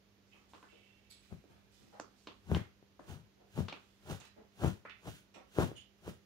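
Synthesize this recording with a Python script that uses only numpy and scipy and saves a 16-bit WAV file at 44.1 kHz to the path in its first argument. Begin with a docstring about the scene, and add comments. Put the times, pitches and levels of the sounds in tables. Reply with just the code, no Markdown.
"""A quiet room with a faint mains hum; a cat lies in a paper bag on a blanket.
First the stiff paper slides, ticks as its creases snap, and squeaks thinly along an edge.
Then, close to the microphone, something sweeps over the fabric: once alone, then to and fro
about twice a second. Each stroke hisses, flutters and thumps as the surface drags and catches,
while the paper keeps ticking and sliding in between."""
import sys
import numpy as np
from scipy import signal
from scipy.fft import rfft, irfft
from scipy.io import wavfile
from scipy.ndimage import uniform_filter1d

SR = 44100
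rng = np.random.default_rng(int(sys.argv[2]) if len(sys.argv) > 2 else 0)


def store_pcm(level_fs):
    """Save levels as 16-bit WAV."""
    pcm = np.round(np.clip(level_fs, -1, 1) * 32767).astype(np.int16)
    wavfile.write(sys.argv[1], SR, np.atleast_2d(pcm).T)


N = 275625
T, HZ = np.arange(N) / SR, np.fft.rfftfreq(N, 1 / SR)


def amp(db):
    """Decibels to gain."""
    return 10 ** (np.asarray(db) / 20)


def unit(x):
    """Scales to rms 1."""
    return x / np.sqrt(np.mean(x ** 2) + 1e-20)


def curve(points, hz):
    """Reads a breakpoint curve on a log-frequency axis."""
    freq_hz, value = np.transpose(points)
    return np.interp(np.log(hz + 1), np.log(freq_hz + 1), value)


def pan(pan_db):
    """Constant-power pan; pan_db is left over right."""
    pair = amp(np.array([[.5], [-.5]]) * pan_db)
    return pair / np.sqrt(np.mean(pair ** 2, 0))


def add(mix, start_s, sound):
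    """Lays a stereo sound into the mix."""
    part = mix[:, max(round(start_s * SR), 0):][:, :sound.shape[1]]
    part += sound[:, :part.shape[1]]


def noise(spectrum, correlation):
    """Coloured stereo noise whose channels are partly alike."""
    left, other = rfft(rng.standard_normal((2, N)))
    alike = np.clip(curve(correlation, HZ), -1, 1)
    right = alike * left + np.sqrt(1 - alike ** 2) * other
    return unit(irfft(np.array([left, right]) * amp(curve(spectrum, HZ)), N))


def wander(rate_hz):
    """Smooth random modulation of rms 1."""
    return unit(irfft(rfft(rng.standard_normal(N)) * np.exp(-(HZ / rate_hz) ** 2), N))


def pulse(colour_db, size=4096):
    """The sharpest causal pulse with a given colour, peak 1."""
    log_gain = np.log(amp(colour_db(abs(np.fft.fftfreq(size, 1 / SR)))))
    wave = np.fft.ifft(np.exp(signal.hilbert(log_gain).conj())).real[:size // 2]
    return wave / abs(wave).max()


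# Colour of the still air: freq_hz, gain_db
AIR_EQ = [(25, -16.5), (55, 4), (120, -4), (170, -8), (330, -6.5), (600, -12.5), (900, -16.5),
          (3000, -17.5), (5000, -21.5), (6800, -24.5), (7800, -36.5), (11000, -32.5), (12500, -30),
          (15500, -35.5)]
# Stereo image of the air: freq_hz, correlation
AIR_IMAGE = [(60, 0.22), (130, 0.61), (290, 0.71), (640, 0.41), (1400, 0.036)]
# Mains hum partials: pitch_hz, level_db
HUM_PARTIALS = [(102.3, -80), (199.2, -74), (301.5, -88), (398.4, -85)]


def room_tone(air_db=-69.5):
    """A bed of still air and slightly wavering mains hum."""
    hum = np.zeros(N)
    for pitch_hz, level_db in HUM_PARTIALS:
        phase = 2 * np.pi * pitch_hz * T + .5 * wander(rate_hz=3.7)
        hum += amp(level_db) * np.sqrt(2) * np.sin(phase)
    air = noise(AIR_EQ, AIR_IMAGE) * amp(air_db)
    return air * pan(-5) + hum * pan(-2.5)


# Reverb time by band: freq_hz, t60_s
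ROOM_DECAY = [(100, 0.37), (400, 0.24), (1500, .33), (4000, 0.29), (12000, 0.054)]


def reverb(x, predelay_s=0.0062):
    """A small furnished room: sparse reflections, each band dying at its own speed."""
    taps = rng.standard_normal((2, SR)) * (rng.random((2, SR)) < .1) * (T[:SR] > predelay_s)
    hz, t, bands = signal.stft(taps, SR, nperseg=256)
    decay = amp(-60 * t / curve(ROOM_DECAY, hz)[:, None])
    tail = signal.istft(bands * decay, SR, nperseg=256)[1]
    return signal.fftconvolve(x, tail / np.linalg.norm(tail[0]), axes=1)[:, :N]


def bell(centre_hz, width_octaves):
    """A bell-shaped resonance on a log-frequency axis."""
    octaves_off = np.log2((np.fft.rfftfreq(SR, 1 / SR) + 1) / centre_hz)
    return 1 / (1 + .5 * (octaves_off / width_octaves) ** 2) ** 2


def scrape(colour, attack_s, decay_s, ripple_db=3, ripple_hz=110):
    """Friction noise swells and dies away, coloured by a paper panel's many close resonances."""
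    t = T[:SR]
    swell = np.minimum(t / attack_s, 1) * np.exp(-np.maximum(t - attack_s, 0) / decay_s)
    panel = amp(ripple_db * unit(uniform_filter1d(rng.standard_normal(len(colour)), ripple_hz)))
    friction = rfft(rng.standard_normal((2, SR)))
    return unit(irfft(friction * colour * panel, SR)) * swell


# Slide cues: start_s, attack_s, decay_s, level_db, centre_hz, width_octaves
SLIDE_CUES = [ (0.25, .04, 0.28, -81.5, 5400, 0.57), (0.31, .025, 0.027, -64, 2600, 0.3),
              (0.33, 0.013, 0.11, -69, 370, 1.75), (0.481, 0.016, 0.32, -74, 4570, 0.98),
              (0.62, 0.013, 0.052, -67, 1370, 0.35), (0.67, 0.031, 0.3, -69, 2660, 0.33),
              (0.72, 0.012, 0.05, -65, 413, 0.55), (1.19, 0.05, 0.14, -72, 2700, 1.5),
              (1.48, 0.028, 0.1, -64.5, 130, 2), (1.70, 0.037, 0.25, -71, 4020, 1.26),
              (1.78, .04, 0.12, -65.5, 197, 1.33), (1.92, 0.024, 0.054, -56.5, 650, 0.91),
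              (1.997, 0.003, 0.002, -50, 5950, 0.27), (2.14, 0.045, 0.15, -73.5, 4860, 0.86),
              (2.55, 0.0079, .017, -48, 2240, 1), (2.991, .006, 0.028, -54, 378, 1.12),
              (3.35, 0.065, 0.058, -69, 530, 0.78), (3.686, 0.0014, 0.016, -52, 3020, 0.6),
              (3.729, 0.012, 0.38, -75, 2620, 1.7), (4.2, .002, 0.011, -60, 6840, 0.38),
              (4.211, 0.043, 0.026, -61.5, 2140, 1.4), (4.357, 0.028, 0.028, -56, 375, 0.76),
              (4.85, 0.0044, 0.024, -52, 1630, 0.55), (4.889, 0.02, 0.013, -53.5, 2540, 0.4),
              (5.33, 0.046, 0.035, -57, 420, 1.2)]
# Bright slides sit further right: centre_hz, pan_db
SLIDE_PAN = [(300, -2), (1400, -3.5), (3000, -11), (6000, -8)]


def slides():
    """Paper and fur slide and settle as the cat shifts in the bag."""
    out = np.zeros((2, N))
    for start_s, attack_s, decay_s, level_db, centre_hz, width_octaves in SLIDE_CUES:
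        slide = scrape(bell(centre_hz, width_octaves), attack_s, decay_s)
        add(out, start_s, amp(level_db) * slide * pan(curve(SLIDE_PAN, centre_hz)))
    return out


def buckle(decay_s=0.0036, count=11, size=220):
    """A crease gives way in a few jerks within five milliseconds."""
    jerks, at = np.zeros(size), rng.integers(8, size, count)
    jerks[at] = rng.choice([-1, 1], count) * np.exp(-T[at] / decay_s)
    jerks[0] = 1
    return jerks


# Crease snaps: start_s, level_db, bass_db, treble_db, ring_hz, pan_db, send_db
TICK_CUES = [ (0.535, -30, 4, -5.5, 1070, -2.5, 0.5), (0.628, -32, 4.5, -13, 1050, -1, -2.5),
             (1.440, -36, 19, -30, 600, -5, -1), (1.9982, -15.5, 8, -13, 1285, -4.5, -10),
             (2.272, -21, 9, 2, 1020, -2, -3.5), (2.548, -12.5, -27, -9.5, 3100, 3, -9),
             (2.994, -26, 9, -36, 1090, 5, -10), (3.684, -19, -1, 0, 1190, 6.5, -4.5),
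             (3.726, -18, 3.5, -4.5, 2520, -2.5, -5.5), (4.202, -37.5, -1, -1, 6300, -7, 7),
             (4.852, -24, 2, -24, 1670, 1.5, -7), (4.897, -29.5, -27, 0, 2680, -15, -13),
             (5.345, -39.5, -22, -2, 2360, -19, 0.5)]
# Base colour of a snap: freq_hz, gain_db
CREASE_EQ = [(50, -31), (250, -1), (600, -0.5), (1200, -2.5), (1900, -8.5), (2800, -1.5), (4200, -6.5),
             (5000, -12.5), (6300, -17), (7800, -31), (15000, -50)]


def ticks(ring_db=7, ring_width_hz=200):
    """A crease snaps, its panel rings briefly, and the room answers."""
    direct, send = np.zeros((2, 2, N))
    for start_s, level_db, bass_db, treble_db, ring_hz, pan_db, send_db in TICK_CUES:
        tilt = [(350, bass_db), (800, 0), (1600, 0), (3000, treble_db)]
        panel = pulse(lambda hz: curve(CREASE_EQ, hz) + curve(tilt, hz)
                      + ring_db / (1 + ((hz - ring_hz) / ring_width_hz) ** 2))
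        snap = np.convolve(buckle(), panel)
        gain = amp(level_db) * pan(pan_db)
        add(direct, start_s, gain * snap / np.linalg.norm(snap))
        add(send, start_s, gain * amp(send_db) * panel / np.linalg.norm(panel))
    return direct + reverb(send)


# Squeak cues: start_s, attack_s, decay_s, level_db, pitch_hz, boost_db, pan_db
SQUEAK_CUES = [ (1.098, 0.0082, 0.023, -59, 4530, -3, -13), (1.10, .013, .052, -60.5, 3590, 10, -4),
               (5.339, .009, 0.017, -58.5, 2630, 11, -10), (5.752, 0.02, 0.025, -55, 3060, -3.5, -8.5),
               (5.803, .009, 0.016, -65, 3160, 2, -6)]
# Resonances of a paper edge: pitch_ratio, width_octaves, gain_db
SQUEAK_MODES = [(0.982, 0.11, -0.5), (2.19, 0.036, -5.5), (2.9, 0.018, -4), (0.98, 1, -11.5)]


def squeaks():
    """A paper edge scrapes with a thin squeak; boost_db acts on every mode but the first."""
    out = np.zeros((2, N))
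    for start_s, attack_s, decay_s, level_db, pitch_hz, boost_db, pan_db in SQUEAK_CUES:
        colour = sum(amp(gain_db + boost_db * (k > 0)) * bell(pitch_hz * ratio, width_octaves)
                     for k, (ratio, width_octaves, gain_db) in enumerate(SQUEAK_MODES))
        add(out, start_s, amp(level_db) * scrape(colour, attack_s, decay_s) * pan(pan_db))
    return out


SWING_DB = 30  # a stroke's level moves this far in one attack_s or release_s


def pressure(contact_s, attack_s, hold_s, release_s, smooth_s=0.0027, build_db=1):
    """A stroke presses in, bears down and lifts off: straight in decibels, with rounded corners."""
    away = np.maximum(contact_s - T, 0) / attack_s + np.maximum(T - contact_s - hold_s, 0) / release_s
    held_db = np.interp(T, [contact_s, contact_s + hold_s], [-build_db, 0])
    level_db = held_db - SWING_DB * np.minimum(away, 10)
    return amp(uniform_filter1d(level_db, int(smooth_s * SR)))


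def rebound(lift_s, delay_s=0.047, swell_s=0.042, peak_db=-14):
    """The swell of the surface springing back after lift-off."""
    away = ((T - lift_s - delay_s) / swell_s) ** 2
    return amp(peak_db - SWING_DB * np.minimum(away, 10))


def slips(spectrum, per_s, spread_db):
    """Irregular small slips, each pushing the surface one way or the other."""
    clicks = (rng.random(N) < per_s / SR) * rng.choice([-1, 1], N)
    clicks = clicks * amp(spread_db * rng.standard_normal(N))
    return unit(signal.oaconvolve(clicks, pulse(lambda hz: curve(spectrum, hz)))[:N])


def levelled(x, size=1100):
    """Irons out slow random swells, so that the stroke alone sets the force."""
    return x / np.sqrt(uniform_filter1d((x ** 2).mean(0), size) + 1e-9)


# Sweeps over the fabric, timed at firm contact:
# contact_s, attack_s, hold_s, release_s, thrum_db, flutter_db, hiss_db, hiss_pan_db
STROKE_CUES = [ (1.318, 0.021, 0.013, 0.066, -43, -58.5, -71.5, -3),
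               (2.518, 0.06, 0.043, 0.04, -28, -44, -54.5, -9),
               (3.09, 0.048, 0.038, 0.18, -46.5, -55.5, -58, -9.5),
               (3.577, 0.043, 0.019, 0.12, -32, -48, -53, -6.5),
               (4.103, 0.078, 0.016, 0.11, -40, -46, -50, -7.5),
               (4.632, 0.054, 0.043, .085, -30.5, -39, -49, -5.5),
               (5.074, .06, 0.013, 0.055, -43.5, -47.5, -54.5, -4.5),
               (5.136, 0.034, 0.034, 0.17, -65, -76, -63, -4.5),
               (5.592, 0.041, 0.033, 0.1, -30, -34.5, -46, -4.5),
               (6.076, 0.072, 0.0086, .075, -43.5, -51, -55, -5)]
# Colours of a stroke's low, middle and top layers: freq_hz, gain_db
THRUM_EQ = [(20, -54), (40, -25), (62, 0), (95, 6), (130, 1.5), (180, 2), (240, -7), (400, -44),
            (1000, -58)]
FLUTTER_EQ = [(80, -33), (200, -13), (270, -1), (355, 8), (480, -2), (620, 0), (780, -1), (1050, -5),
              (1500, -7), (2100, -23.5), (4000, -71)]
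HISS_EQ = [(300, 1.1), (900, 2), (1500, 20.2), (2100, 13), (2800, 19.5), (3800, 15), (5000, 10.7),
           (6600, 13), (8200, 10.2), (11000, 6.4), (15500, 7.4)]
# Stereo image of the rubbing: freq_hz, correlation
RUB_IMAGE = [(60, 0.43), (300, 0.95), (700, 1), (1400, 1), (3000, 0.56)]


def strokes(thrum_lag_s=0.0068, flutter_lead_s=0.0037, hiss_lag_s=0.0044):
    """Each sweep drags fibres (hiss), sticks and slips (flutter) and shakes the surface (thrum)."""
    shake, slip, brush = np.zeros(N), np.zeros(N), np.zeros((2, N))
    for contact_s, attack_s, hold_s, release_s, thrum_db, flutter_db, hiss_db, pan_db in STROKE_CUES:
        weight = pressure(contact_s + thrum_lag_s, attack_s, hold_s, release_s)
        shake += amp(thrum_db) * np.maximum(weight, rebound(contact_s + hold_s))
        # The slipping stops sooner than the surface settles.
        slip += amp(flutter_db) * pressure(contact_s - flutter_lead_s, attack_s, hold_s, .91 * release_s)
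        # Fibres brush before and after the firm contact.
        graze = pressure(contact_s + hiss_lag_s, 0.11, hold_s, release_s=0.14, smooth_s=0.018)
        brush += amp(hiss_db) * graze * pan(pan_db)
    thrum = shake * levelled(noise(THRUM_EQ, RUB_IMAGE)) * pan(8.5)
    catching = slips(FLUTTER_EQ, per_s=400, spread_db=0.5) + amp(1.5) * noise(FLUTTER_EQ, RUB_IMAGE)
    flutter = slip * levelled(catching) * pan(2)
    hiss = brush * noise(HISS_EQ, RUB_IMAGE) * amp(wander(rate_hz=140))
    return thrum + flutter + hiss + reverb(amp(-18) * flutter + amp(-15.5) * hiss)


# Thump cues: start_s, peak_db, pan_db
THUMP_CUES = [(1.326, -42, 5), (2.516, -22.5, 2), (2.568, -26, 3.5), (2.827, -51.5, 6), (3.577, -29.5, 9),
              (3.588, -30.5, 2), (3.605, -32.5, 6), (4.099, -37, -8), (4.122, -39.5, -10), (4.637, -24, 13),
              (4.646, -20.5, 4), (5.082, -37.5, 1), (5.089, -42, -9), (5.586, -15.5, 6), (5.603, -23, 6),
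              (5.716, -35.5, -1.5), (6.079, -32, -4)]
# Colour of a thump: freq_hz, gain_db
THUMP_EQ = [(25, -48), (50, -9.5), (90, 12), (180, -3), (370, 6.5), (700, -5.5), (1400, -19), (2200, -23),
            (6000, -44.5)]


def thumps():
    """Dull pushes where the rubbed surface catches hardest and lets go."""
    out = np.zeros((2, N))
    push = pulse(lambda hz: curve(THUMP_EQ, hz))
    for start_s, peak_db, pan_db in THUMP_CUES:
        add(out, start_s, push * amp(peak_db) * pan(pan_db))
    return out + reverb(out) * amp(-9.5)


def mic_delay(x, lag_s=0.0001856):
    """Delays the right channel by the travel time between the microphones."""
    return np.array([x[0], np.interp(T - lag_s, T, x[1])])


def scene():
    """Room tone under the grainy, ticking paper and the close strokes on the fabric."""
    grain = amp(2.7 * wander(rate_hz=600))
    paper = (slides() + squeaks()) * grain
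    return room_tone() + paper + reverb(paper) * amp(-5) + ticks() + mic_delay(strokes() + thumps())


def record(dry, low_cut_hz=38, high_cut_hz=15750):
    """A low cut drops the deepest rumble; a steep high cut trims the very top."""
    low_cut = signal.butter(2, low_cut_hz, "highpass", fs=SR, output="sos")
    high_cut = signal.firwin(801, high_cut_hz, window=("kaiser", 9), fs=SR)
    return signal.oaconvolve(signal.sosfilt(low_cut, dry), high_cut[None], "same")


dry = scene()
out = record(dry)
store_pcm(out)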